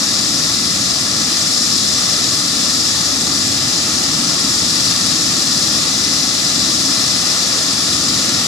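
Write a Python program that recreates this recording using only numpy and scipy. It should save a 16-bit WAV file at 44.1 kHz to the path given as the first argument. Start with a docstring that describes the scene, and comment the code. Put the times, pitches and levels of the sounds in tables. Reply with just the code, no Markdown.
"""On a grass field, a light twin-turbine helicopter idles some way from a camera with two mic ports.
Its four blades beat the air into a low throb and flutter the roar of the exhausts and the hiss of the
compressors. Ducts hum, shafts and gears whine, and a light breeze buffets the ports.
The ground bounce hollows out the engine noise, and moving air makes it swell and ebb."""
import sys
import numpy as np
from scipy import signal
from scipy.fft import rfft, irfft, next_fast_len
from scipy.io import wavfile
from scipy.ndimage import uniform_filter1d, map_coordinates

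SR = 44100
rng = np.random.default_rng(int(sys.argv[2]) if len(sys.argv) > 2 else 0)


def transcribe(u):
    """Save the signal u as a 16-bit wav file named by the first command-line argument.

    u: samples, shape (n,) or (channels, n), limited to [-1, 1]; the rate is SR.
    q: integer samples, one column per channel.
    """
    v = np.clip(np.atleast_2d(u).T, -1, 1)
    q = np.round(v * 32767).astype(np.int16)
    wavfile.write(sys.argv[1], SR, q)


N = 373527
TIME = np.arange(N) / SR
BLADE_HZ, FIRST_BLADE_S = 19.5, .0385


def amp(db):
    """Decibels to gain."""
    return 10 ** (np.asarray(db) / 20)


def unit(x):
    """Scale to rms 1."""
    return x / np.sqrt(np.mean(np.abs(x) ** 2) + 1e-20)


def along(points, hz):
    """Read each value column of a frequency table at hz, on a log axis."""
    points_hz, *columns = np.transpose(points)
    return np.array([np.interp(np.log(hz + 1), np.log(points_hz + 1), column) for column in columns])


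def wobble(rate):
    """A smooth random curve with rate knots a second."""
    knots = rng.standard_normal(int(N * rate / SR) + 4)
    coarse_s = TIME[::32]
    return np.interp(TIME, coarse_s, map_coordinates(knots, [coarse_s * rate]))


def tone(hz, width_hz):
    """A sine of rms 1 whose pitch wanders over its width."""
    drift = 2 * np.pi * np.cumsum(width_hz / 2 * wobble(12)) / SR
    return np.sqrt(2) * np.sin(2 * np.pi * (hz * TIME + rng.random()) + drift)


def filtered(x, response):
    """Shape x with a gain given as a function of frequency."""
    size = next_fast_len(N + SR // 2)
    return irfft(rfft(x, size) * response(np.fft.rfftfreq(size, 1 / SR)), size)[..., :N]


def at_ports(pair, colour_db):
    """Colour a stereo pair and give the two ports their phase difference."""
    # Each row: frequency in Hz, phase lead of the left port in radians.
    lead = [(1250, .1), (1500, 1.5), (1680, 5.6), (2150, 8.8), (2450, 7.9), (3000, 14.8), (3500, 19.3),
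            (5500, 18.3), (7500, 19)]
    return filtered(pair, lambda hz: amp(colour_db(hz)) * np.exp(.5j * along(lead, hz) * [[1], [-1]]))


def reflections(hz):
    """Gain in dB at each port, hollowed where reflections cancel the direct sound."""
    # Each row: centre in Hz, width in Hz, gain in dB.
    notches_left = [(977, 102, -6), (1530, 78, -9.5), (2250, 130, 0), (3450, 90, 1), (5450, 150, -3.5)]
    notches_right = [(992, 86, -12), (1556, 156, -12), (2164, 330, -7.5), (3690, 220, -7), (4285, 250, -15),
                     (4860, 280, -7.5), (5453, 200.0, -5.0), (7190, 150, -14.5)]
    return np.array([sum(db / (1 + (2 * (hz - centre) / width) ** 2) for centre, width, db in port)
                     for port in (notches_left, notches_right)])


def scattered(x, echo_db, count=10):
    """Weak echoes off fuselage and ground put a fine ripple on the spectrum."""
    delays_s = rng.uniform(.002, .009, (count, 2, 1))  # one for each echo and port
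    ripple = lambda hz: 1 + amp(echo_db) * sum(np.cos(2 * np.pi * hz * delay) for delay in delays_s)
    return filtered(x, ripple)


def rush(spectrum, patchy_db):
    """Turbulence noise at both ports, with drifting louder and softer patches."""
    # Each row: frequency in Hz, left-right likeness (0 to 1) outside the notches.
    alike = [(20, .88), (60, 0.98), (200, 1), (420, 0.87), (1250, 0.95), (1850, 0.85), (2600, 0.48),
             (3500, 0.63), (5900, 0.67), (8000, 0.16), (11000, 0.033)]
    noise_bins = signal.stft(rng.standard_normal((2, N)), nperseg=512)[2]
    patches = rng.standard_normal(noise_bins.shape[1:])
    patches = uniform_filter1d(patches, size=14, axis=0)  # smooth across frequency
    patches = uniform_filter1d(patches, size=26, axis=1)  # and across time
    pair = unit(signal.istft(noise_bins * amp(patchy_db * unit(patches)), nperseg=512)[1][:, :N])
    # Where the direct sound cancels, only scattered sound is left, so the image widens.
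    likeness = lambda hz: np.clip(along(alike, hz) * amp(0.51 * reflections(hz).sum(0)), 0, 1)
    mid, side = filtered(pair, lambda hz: np.sqrt((1 + likeness(hz) * [[1], [-1]]) / 2))
    ports = np.array([mid + side, mid - side]) * np.sqrt(SR / 2)  # 0 dB per Hz
    return at_ports(ports, lambda hz: along(spectrum, hz) + reflections(hz))


def blade_pulse(sharpness):
    """A bump at each blade passage, uneven in height and centred on zero."""
    bump = np.exp(sharpness * (np.cos(2 * np.pi * BLADE_HZ * (TIME - FIRST_BLADE_S)) - 1))
    bump *= 1 + .18 * wobble(16)
    return bump - bump.mean()


def breeze():
    """Light gusts stir separate eddies at each port: a faint, low buffeting."""
    # Each row: frequency in Hz, level between swells and lulls in dB per Hz.
    buffet = [(15, -80), (35, -81), (70, -81), (150, -85), (300, -110)]
    eddies = rng.standard_normal((2, N)) * np.sqrt(SR / 2)  # 0 dB per Hz
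    return filtered(eddies, lambda hz: amp(along(buffet, hz))) * amp(2.5 * wobble(3))


def duct_hum(swell_db):
    """The exhaust ducts hum on wandering low tones, the same at both ports."""
    # Each row: pitch in Hz, width in Hz, base level in dB.
    duct_tones = [(248.6, 4.87, -40.5), (273.8, 6.33, -40)]
    return sum(amp(db + swell_db + 1.4 * wobble(4)) * tone(hz, width_hz)
               for hz, width_hz, db in duct_tones)


def gear_whine():
    """Shafts, gears and fans sing, blurred and faded by the air on the way."""
    # Each row: pitch in Hz, width in Hz, left and right base level in dB.
    gear_tones = [(441, 3, -49, -54), (530, 5, -55, -59), (617, 8, -54, -55), (1413, 14, -60, -51),
                  (1620, 12, -51, -66), (1673.3, 1.5, -45.5, -49.5), (1692, 2, -56, -56),
                  (1962, 10, -56, -50), (2031, 1.5, -45, -39), (2495, 20, -59, -51), (3347, 4, -47, -48),
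                  (3570, 25, -45, -51), (3688, 9, -42, -60), (4062, 3, -40.5, -44), (4660, 16, -39, -55),
                  (10020, 60, -55, -53)]
    whine = np.zeros((2, N))
    for hz, width_hz, left_db, right_db in gear_tones:
        fade_db = 2.1 * wobble(2.98) + 0.97 * wobble(17)
        whine += amp(fade_db + [[left_db], [right_db]]) * tone(hz, width_hz)
    return at_ports(whine, colour_db=lambda hz: -.8)


def compressor_hiss():
    """The intakes hiss; each blade adds a short swish and eddies make the level shimmer."""
    # Each row: frequency in Hz, left and right base level in dB per Hz.
    hiss_spectrum = [(2880, -92, -92), (3340, -58, -59), (3605, -53, -54.5), (4100.0, -50, -52.5),
                     (4620, -49, -49), (5250.0, -44, -56), (5840, -49, -55), (6300, -54.5, -57.5),
                     (7170, -55, -48.5), (7640, -64.5, -51.5), (8020, -61, -58), (9470, -66, -62),
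                     (10870, -67.5, -65), (12000, -72.5, -71.5), (15000, -79.5, -80)]
    # The hiss's slow swell. Each row: time in seconds, gain in dB.
    hiss_swell = [(0.0, 0), (1.2, -0.8), (1.59, 0.64), (3.79, -0.45), (4.38, -0.5), (4.58, 0.6), (6.58, 0),
                  (6.98, 0.5), (8.47, -0.35)]
    swell_db = np.interp(TIME, *np.transpose(hiss_swell))
    flutter_db = 1.22 * blade_pulse(sharpness=3.3) + 0.19 * wobble(30)
    hiss = scattered(rush(hiss_spectrum, patchy_db=0.53), echo_db=-29.5)
    return hiss * amp(swell_db - 0.04 + flutter_db)


def exhaust_roar(rise_db_per_s=0.18, waver_db=0.58):
    """The hot jets roar, slowly building, wavering in moving air and lightly chopped by the blades."""
    # Each row: frequency in Hz, left and right base level in dB per Hz.
    roar_spectrum = [(200, -90, -89), (340, -66, -61.5), (423, -60, -63), (616, -60, -60),
                     (850.0, -62.5, -61.5), (1190, -57, -56.5), (1420.0, -60, -54), (1740, -60, -58),
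                     (2000.0, -63.5, -54.5), (2510, -65, -56.5), (2870, -60.5, -63.5), (3235, -58.5, -56.5),
                     (3410, -69, -73), (4000, -120, -120)]
    swell_db = rise_db_per_s * (TIME - TIME.mean()) + waver_db * wobble(2.95)
    roar = rush(roar_spectrum, patchy_db=0.6)
    chop_db = 0.84 * blade_pulse(sharpness=0.77)
    return roar * amp(swell_db - 0.38 + chop_db)


def rotor(swell_db, harmonics=17):
    """The blades throb, each harmonic wavering in the gusty inflow, over the pulsing downwash."""
    # Each row: frequency in Hz, base level of a harmonic there in dB.
    throb_spectrum = [(20, -76), (39, -62), (58, -53), (78, -48), (117, -44), (175, -44), (250, -49),
                      (330, -51.5)]
    # Turbulent air under the rotor. Each row: frequency in Hz, base level in dB per Hz.
    wash_spectrum = [(15, -84), (48, -73), (66, -62.5), (86, -57.5), (145, -54.5), (200, -50.5),
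                     (250, -50.5), (290, -50.5), (340, -54.5), (395, -67), (520, -91)]
    throb = np.zeros(N)
    for hz in BLADE_HZ * np.arange(1, harmonics + 1):
        phase = 2 * np.pi * (hz * TIME + rng.random()) + 0.63 * wobble(4)
        level_db = along(throb_spectrum, hz) + 1.9 * wobble(3)
        throb += amp(level_db) * np.sqrt(2) * np.sin(phase)
    wash = rush(wash_spectrum, patchy_db=0.0) * amp(0.56 * blade_pulse(sharpness=1.5))
    return amp(swell_db) * (amp(-0.5) * throb + wash)


def scene():
    """Breeze, engines and rotor across open grass; rotor and duct hum swell and ebb together."""
    # The low rumble in moving air. Each row: time in seconds, gain in dB.
    rumble_swell = [(0.0, 0), (1.2, 0), (1.4, -3), (1.79, -0.5), (2.79, -1), (3.39, 1.5), (3.59, 0.8),
                    (5.78, 0.8), (6.38, -2), (6.58, 0.8), (7.57, -2.5), (8.37, 2.2), (8.47, -1.5)]
    rumble_db = np.interp(TIME, *np.transpose(rumble_swell))
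    engines = duct_hum(rumble_db) + gear_whine() + compressor_hiss() + exhaust_roar()
    return breeze() + engines + rotor(rumble_db)


def record(dry):
    """The loudest peaks are softly rounded off and the highest treble is cut."""
    ceiling, top_hz = .93, 14550
    rounded = dry / (1 + np.abs(dry / ceiling) ** 12) ** (1 / 12)
    return filtered(rounded, lambda hz: hz < top_hz)


dry = scene()
out = record(dry)
transcribe(out)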